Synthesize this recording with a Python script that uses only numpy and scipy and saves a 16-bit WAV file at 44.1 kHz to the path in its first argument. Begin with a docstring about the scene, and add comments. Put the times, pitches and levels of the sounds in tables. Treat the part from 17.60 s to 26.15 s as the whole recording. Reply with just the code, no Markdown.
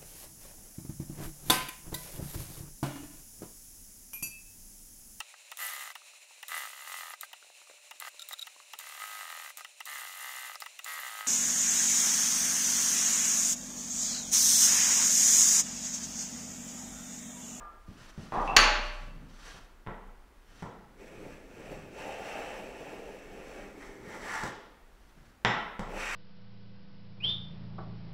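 """In a live workshop, heard a few metres off, a steel tool rings faintly and feet step on the floor.
Shoes shuffle and sleeves rustle (shaped noise); the tool goes down on a machine table, handle first, then
steel head (dying sines on dull thuds), and furniture sways. A wooden hand plane knocks on a board and takes
one long shaving (board texture read at the plane's speed, under a hiss of tearing fibres); then the plane
knocks down again and starts the next stroke. Still room air lies under it all."""
import sys
import numpy as np
from scipy import signal
from scipy.fft import rfft, irfft
from scipy.io import wavfile

SR = 44100
rng = np.random.default_rng(int(sys.argv[2]) if len(sys.argv) > 2 else 0)


def pcm_store(signal):
    """Save signal as 16-bit PCM."""
    levels = np.round(np.clip(np.atleast_2d(signal), -1, 1) * 32767)
    wavfile.write(sys.argv[1], SR, levels.astype(np.int16).T)


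N = 377055
TIME = np.arange(N) / SR
GRID = 32768  # samples in every response
AGE = np.arange(GRID) / SR  # seconds since a response began
HZ = np.maximum(np.arange(GRID // 2 + 1) * SR / GRID, 1)

# Spectrum of the tool's wooden handle on the table. Each row: frequency in Hz, relative level in dB.
HANDLE_SPECTRUM = [(60, -13.5), (200, -8), (400, -11.5), (620, -3), (850, -2.5), (1200, -0.5),
                   (1450, -18.5), (2200, -22.5), (3200, -30.5), (12000, -58)]
# Spectrum of shoes on the floor. Each row: frequency in Hz, relative level in dB.
FOOT_SPECTRUM = [(50, -4), (130, 1.5), (220, -1.5), (320, -11.5), (700, -20), (1500, -28), (9000, -65.5)]


def from_db(db):
    """Turn dB into an amplitude factor."""
    return np.exp(np.asarray(db) * np.log(10) / 20)


def rms_one(x):
    """Scale a steady sound to an rms of 1."""
    return x / np.sqrt(np.mean(x ** 2) + 1e-20)


def unit_energy(x):
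    """Scale a passing sound to an energy of 1."""
    return x / np.sqrt(np.sum(x ** 2) + 1e-20)


def at_hz(points, hz=HZ):
    """Read a spectrum between its points, along a logarithmic frequency axis."""
    points = np.array(points)
    return np.interp(np.log(hz), np.log(points[:, 0]), points[:, 1])


def lift(resonances):
    """The dB that resonances, each (Hz, width in Hz, peak dB), add at each frequency."""
    return sum(db / (1 + (2 * (HZ - hz) / width) ** 2) for hz, width, db in resonances)


def through(x, response):
    """Send a sound through a body or a room, keeping its length."""
    return signal.oaconvolve(x, response)[:len(x)]


def body(db):
    """Causal (minimum-phase) response of a body with this spectrum; energy 1."""
    cepstrum = irfft(np.log(from_db(db)))
    cepstrum[1:GRID // 2] *= 2
    cepstrum[GRID // 2 + 1:] = 0
    return unit_energy(irfft(np.exp(rfft(cepstrum))))


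def noise(db):
    """Steady noise with this spectrum; rms 1."""
    white = rng.standard_normal(N + GRID - 1)
    return rms_one(signal.fftconvolve(white, body(db), "valid"))


def flutter(rate, depth_db):
    """A gain that wanders at random, heading for a new value this many times a second."""
    return from_db(depth_db * np.interp(TIME * rate, np.arange(N), rng.standard_normal(N)))


def ringing(modes):
    """Sum of dying sines, each (Hz, dB, t60 in s); each dB value is the energy of its mode."""
    total = 0
    for hz, db, t60 in modes:
        dying_sine = np.sin(2 * np.pi * hz * AGE) * from_db(-60 * AGE / t60)
        total = total + from_db(db) * unit_energy(dying_sine)
    return unit_energy(total)


def blow(sound, db):
    """A blow set to its level over a tenth of a second."""
    return from_db(db) * np.sqrt(SR / 10) * unit_energy(sound)


def soften(x, corner_hz):
    """A soft contact loses its treble."""
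    r = np.exp(-2 * np.pi * corner_hz / SR)
    return signal.lfilter([1 - r], [1, -r], x + 1e-18)


def scatter(x, share=0.38):
    """Waves running to and fro in a solid spread a blow over a few milliseconds."""
    for lag in (7, 17, 29):  # samples; an allpass loop each
        loop = np.r_[1, np.zeros(lag - 1), share]
        x = signal.lfilter(loop[::-1], loop, x + 1e-18)
    return x


def add(out, s, sound):
    """Lay a sound into the take at s seconds."""
    start = max(round(s * SR), 0)
    out[start:start + len(sound)] += sound[:N - start]


def rub(moves, spectrum, rough_db, attack_s, release_s):
    """Something soft slides unevenly over a surface: each move swells, holds and dies away."""
    level = 0
    for s, length, db in moves:
        before = (s - TIME) / attack_s
        after = (TIME - s - length) / release_s
        level = level + from_db(db) * np.exp(-np.maximum(before, after).clip(0))
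    return level * noise(at_hz(spectrum)) * flutter(50, depth_db=rough_db)


def workshop(x, wet_db, gap=0.0032):
    """Direct sound, then (after gap s) dense reflections, each band dying at its own pace.

    Every call draws a new pattern of reflections, as each place in the room has its own."""
    # Each row: frequency in Hz, t60 in s, strength of the reflections in dB on top of wet_db.
    room_bands = [(100, 0.17, 6), (304, 0.84, 2.5), (900, 0.78, 3.5), (2000, 0.78, 0.5), (4000, 0.66, -3),
                  (6960, 0.45, -4.5), (14000, 0.21, -5.5)]
    white, tail = rfft(rng.standard_normal(GRID)), 0
    for hz, t60, db in room_bands:
        band = at_hz([(row[0], row[0] == hz) for row in room_bands])
        tail = tail + irfft(white * band) * from_db(db - 60 * AGE / t60)
    middle_t60 = room_bands[2][1]
    middle_energy = np.sum(from_db(-60 * AGE / middle_t60) ** 2)
    response = tail * (AGE > gap) * from_db(wet_db) / np.sqrt(middle_energy)
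    response[0] = 1  # the direct sound
    return through(x, response / np.hypot(1, from_db(wet_db)))


def nearby_echoes(x, share=.5, t60=0.13, size_hz=1500):
    """Tools and cabinets scatter the shorter waves back as quick echoes that comb a steady sound."""
    echoes = unit_energy(rng.standard_normal(GRID) * from_db(-60 * AGE / t60))
    short_waves = echoes - soften(echoes, size_hz)
    return (x + share * through(x, short_waves)) / np.hypot(1, share)


def still_air(level_db=-56):
    """The still room: steady noise, mostly deep."""
    # Each row: frequency in Hz, relative level in dB.
    air_spectrum = [(10, -15), (22, 4), (35, 0), (60, -7.5), (110, -25), (300, -20), (600, -24.5),
                    (1400, -26), (2200, -31), (4000, -38.5), (15000, -46)]
    return from_db(level_db) * noise(at_hz(air_spectrum))


def ping(s=0.0045, db=-50):
    """A light nudge leaves the steel tool ringing faintly on the table."""
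    # Each row: frequency in Hz, relative energy in dB, t60 in s.
    ping_modes = [(1200, -0.5, 0.23), (1356, -5, 0.13), (1650, -7.5, 0.13)]
    out = np.zeros(N)
    nudge = ringing(ping_modes) + .5 * body(at_hz(HANDLE_SPECTRUM))
    add(out, s, workshop(blow(nudge, db), wet_db=12))
    return out


def steps(wet_db=6.5, shoe_hz=450):
    """Soft shoes come down on the floor, their treble lost in the sole."""
    # Each row: start in seconds, level in dB.
    footfalls = [(.282, -50.5), (.578, -43)]
    out, thump = np.zeros(N), soften(body(at_hz(FOOT_SPECTRUM)), shoe_hz)
    for s, db in footfalls:
        add(out, s, workshop(blow(thump, db), wet_db))
    return out


def shuffling():
    """Soles and palms rub over a surface: uneven noise with the spectrum of the feet."""
    # Each row: start in seconds, length in seconds, level in dB.
    shuffle_moves = [(.37, .06, -59), (1.48, 0.19, -53), (2.95, 0.36, -62), (3.62, 0.079, -53),
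                     (4.05, 0.24, -51), (6.47, 0.043, -52), (7.58, .09, -61.5)]
    return rub(shuffle_moves, FOOT_SPECTRUM, rough_db=3.5, attack_s=0.076, release_s=.09)


def sleeves(gain_db=8.0):
    """Cloth brushes on cloth as the arms move."""
    # Each row: start in seconds, length in seconds, level in dB ahead of gain_db.
    arm_moves = [(.38, 0.08, -64), (.62, 0.81, -64), (1.82, 0.12, -57.5), (2.93, 0.075, -66.5),
                 (7.42, 0.31, -78)]
    # Each row: frequency in Hz, relative level in dB.
    cloth_spectrum = [(200, -8), (500, -6), (900, -5), (1500, -1), (2200, -7), (3000, -7), (5500, -10),
                      (9000, -19.5), (15000, -35)]
    return from_db(gain_db) * rub(arm_moves, cloth_spectrum, rough_db=2.5, attack_s=.07, release_s=0.063)


def handle_taps(ring_db=-3.5, wet_db=7.5, t60=0.027):
    """The wooden handle lands first and rocks: dull taps, each bringing out one resonance where it lands."""
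    # Each row: start in seconds, level in dB, ringing frequency in Hz.
    taps = [(.722, -37.5, 1136), (.738, -38, 780), (.756, -38.5, 1170), (.774, -37, 810), (.80, -42, 1200),
            (.83, -44, 850), (.877, -37, 2656), (.897, -40.5, 800), (.934, -40, 1081)]
    out, thud = np.zeros(N), scatter(body(at_hz(HANDLE_SPECTRUM)))
    for s, db, hz in taps:
        tap = thud + from_db(ring_db) * ringing([(hz, 0, t60)])
        add(out, s, workshop(blow(tap, db), wet_db))
    return out


def sway():
    """Heavy furniture rocks slowly after a blow: deep dying sines, each kept for two seconds."""
    # Each row: start in seconds, height in dB, frequency in Hz, t60 in s.
    sways = [(.775, -32.5, 30.24, 1.9), (0.966, -26, 30.54, 2.3), (2.271, -45, 30.8, 2.7),
             (8.195, -39, 28.6, 3.2)]
    out, age = np.zeros(N), TIME[:2 * SR]
    for s, db, hz, t60 in sways:
        add(out, s, from_db(db - 60 * age / t60) * np.sin(2 * np.pi * hz * age))
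    return out


def steel_clank(ring_db=-8.5, wet_db=3.0):
    """The steel head drops on the machine table with a double crack, and both ring."""
    # Each row: start in seconds, level in dB.
    cracks = [(.9650, -20.5), (0.9676, -16.5)]
    # Each row: frequency in Hz, relative level in dB.
    steel_spectrum = [(60, -24.5), (200, -10), (420, -15), (620, -7), (1200, -1.5), (2700, 0.5), (3700, -4),
                      (4500, 2), (5000, -6.5), (6900, -3), (7700, -20), (10500, -23), (15500, -26)]
    # Each row: frequency in Hz, relative energy in dB, t60 in s.
    steel_modes = [(600, -9.5, 0.64), (838, -3, .45), (1142, -8.5, 0.63), (1300, -6.5, .5),
                   (1570, -8.5, 0.51), (1776, -4.5, 0.24), (2675, -4, 0.26), (2833, -4.5, 0.35),
                   (4470, -1, 0.35), (4510, 0, .12), (6810, -5.5, .25), (9350, -10, 0.14)]
    out = np.zeros(N)
    clank = scatter(body(at_hz(steel_spectrum)), share=0.66) + from_db(ring_db) * ringing(steel_modes)
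    for s, db in cracks:
        add(out, s, workshop(blow(clank, db), wet_db))
    return out


def iron_spectrum():
    """The hiss of the shaving, lifted at the resonances of the iron; in dB."""
    # Each row: frequency in Hz, relative level in dB.
    shaving_spectrum = [(1800, -10.5), (3500, -1.5), (4500, -4), (5600, -1), (6900, -4.5), (8400, -6),
                        (9100, -13), (10500, -14.5), (12000, -18.5), (15500, -21)]
    # Each row: frequency in Hz, width in Hz, lift in dB.
    iron_resonances = [(7460, 50, 3), (7710, 83, 11.5), (9830, 154, 7)]
    return at_hz(shaving_spectrum) + lift(iron_resonances)


def plane_knocks(ring_db=-5.5, wet_db=4.5, flesh_ratio=6):
    """The wooden body thuds on the board while the iron ticks in its bed; hands cushion a gentle landing."""
    # Each row: start in seconds, level in dB, contact corner in Hz, tick of the iron in dB.
    knocks = [(1.944, -57, 250, -85.5), (2.264, -50, 502, -90), (2.271, -43, 598, -90),
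              (3.023, -45.5, 329, -60.5), (3.028, -44, 330, -65), (6.835, -43.5, 401, -45.5),
              (7.8484, -26, 12000, -60), (8.193, -39, 501, -52.5)]
    # Plane and bench together. Each row: frequency in Hz, relative level in dB.
    bench_spectrum = [(60, -13), (125, -2.5), (200, -0.5), (300, -13.5), (430, -6), (600, -7), (900, -4),
                      (1400, -1.5), (1650, -5.5), (2000, -4), (2400, -9), (2700, -10), (3700, -8.5),
                      (4300, -21), (5600, -18), (12000, -56)]
    # Their modes. Each row: frequency in Hz, relative energy in dB, t60 in s.
    wood_modes = [(124, -3.5, 0.24), (680, -10.5, 0.37), (853, -6.5, 0.5), (989, -13, .32),
                  (1307, 4, 0.055), (1926, -3.5, 0.38), (3090, -7, .4), (5394, -14, 0.3), (7250, -19, .3)]
    out = np.zeros(N)
    wood = scatter(body(at_hz(bench_spectrum)), share=0.3) + from_db(ring_db) * ringing(wood_modes)
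    tick = scatter(scatter(body(iron_spectrum())))
    for s, db, corner_hz, tick_db in knocks:
        thud = soften(soften(wood, corner_hz), flesh_ratio * corner_hz)
        # the tick goes through the room twice, which blurs it
        echoing_tick = workshop(blow(tick, tick_db), wet_db)
        add(out, s, workshop(blow(thud, db) + echoing_tick, wet_db))
    return out


def swell(strokes, fade=0.006):
    """Gain that follows the strokes, fading out (time constant in s) beyond their ends."""
    out = 0
    for s, db in map(np.transpose, strokes):
        outside = np.clip(np.maximum(s[0] - TIME, TIME - s[-1]), 0, 1)
        out = out + from_db(np.interp(TIME, s, db)) * np.exp(-outside / fade)
    return out


def texture(spectrum, speed):
    """Random roughness of the wood, read faster or slower."""
    return np.interp(np.cumsum(speed) % N, np.arange(N), noise(at_hz(spectrum)))


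def planing(sole_db=-45.0, edge_db=-52.0, hiss_db=-61.0):
    """The plane reads the texture of the board, so its pitch follows the speed; tearing fibres hiss.

    All grows with the cut, until a deep cut puts the load on the iron and the sole falls quiet."""
    # How hard the iron cuts, in the long stroke and as the next begins. Each row: time in seconds, dB.
    long_stroke = [(3.35, -78), (3.4, -59.5), (3.73, -56), (3.83, -64), (4.12, -53), (4.3, -62),
                   (4.4, -46.5), (4.61, -50), (4.68, -45), (4.95, -48.5), (5.08, -54), (5.34, -52),
                   (5.38, -55), (5.72, -58), (5.99, -52), (6.16, -61.5), (6.23, -50.5), (6.39, -61),
                   (6.55, -45.5), (6.58, -50), (6.74, -35.5), (6.88, -43)]
    next_stroke = [(8.31, -53.5), (8.332, -52), (8.406, -37), (8.55, -36.5)]
    # The plane gathers speed, slows at arm's length and starts afresh.
    # Each row: time in seconds, share of full speed.
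    speed_points = [(3.3, 0.91), (4.25, 0.98), (4.45, 1.01), (4.9, 1.002), (5.9, .96), (6.3, 0.82),
                    (6.9, .74), (8.3, 0.94)]
    # Board under the sole, then at the edge. Each row: frequency in Hz at reading speed 1, relative dB.
    sole_spectrum = [(70, -11), (130, -10.5), (220, -5.5), (330, -2.5), (470, 2.5), (660, -2), (850, -11),
                     (1150, -19.5), (2500, -37)]
    edge_spectrum = [(500, -14.5), (850, -10), (1150, -1.5), (1500, 0), (2150, 0.5), (2700, 4),
                     (2950, -3.5), (3300, -11), (4500, -18.5), (8000, -66)]
    # The board on the bench. Each row: frequency in Hz, width in Hz, lift in dB.
    board_resonances = [(199, 23, 6.5), (780, 91, 3.5), (882, 105, 4.5)]
    usual_cut_db, deep_cut_db = -53, -44.0
    tears_per_s = 9000

    cut = swell((long_stroke, next_stroke), fade=0.0249) / from_db(usual_cut_db)
    on_sole = 1 / (1 + (cut / from_db(deep_cut_db - usual_cut_db)) ** 2.54)
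    speed = np.interp(TIME, *np.transpose(speed_points))
    pressure = np.clip(cut, .5, 2) ** .22  # a deeper cut brightens the rumble

    sliding = cut ** 0.84 * speed ** 1.75 * on_sole
    sole = from_db(sole_db) * sliding * texture(sole_spectrum, speed * pressure) * flutter(33, depth_db=2.5)
    edge = from_db(edge_db) * cut * texture(edge_spectrum, speed) * flutter(60, depth_db=1.2)

    torn = rng.random(N) < tears_per_s / SR
    tears = torn * rng.standard_normal(N) * flutter(400, depth_db=0.5)
    hiss = from_db(hiss_db) * cut ** 0.87 * rms_one(through(tears, body(iron_spectrum())))
    return through(sole + edge, body(lift(board_resonances))) + hiss


def scene():
    """Blows, each from its own place in the room, and rubbing sounds from one place, over the still air."""
    blows = ping() + steps() + handle_taps() + steel_clank() + plane_knocks()
    rubbing = workshop(nearby_echoes(shuffling() + sleeves() + planing()), wet_db=-6.5)
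    return (still_air() + blows + sway() + rubbing)[None]


def record(dry):
    """At the microphone the loudest peaks are rounded and the top is cut."""
    top, cutoff_hz = 1.1, 15700
    rounded = top * np.tanh(dry / top)
    low_pass = signal.ellip(12, .1, 80, cutoff_hz, fs=SR, output="sos")
    return signal.sosfilt(low_pass, rounded)


dry = scene()
out = record(dry)
pcm_store(out)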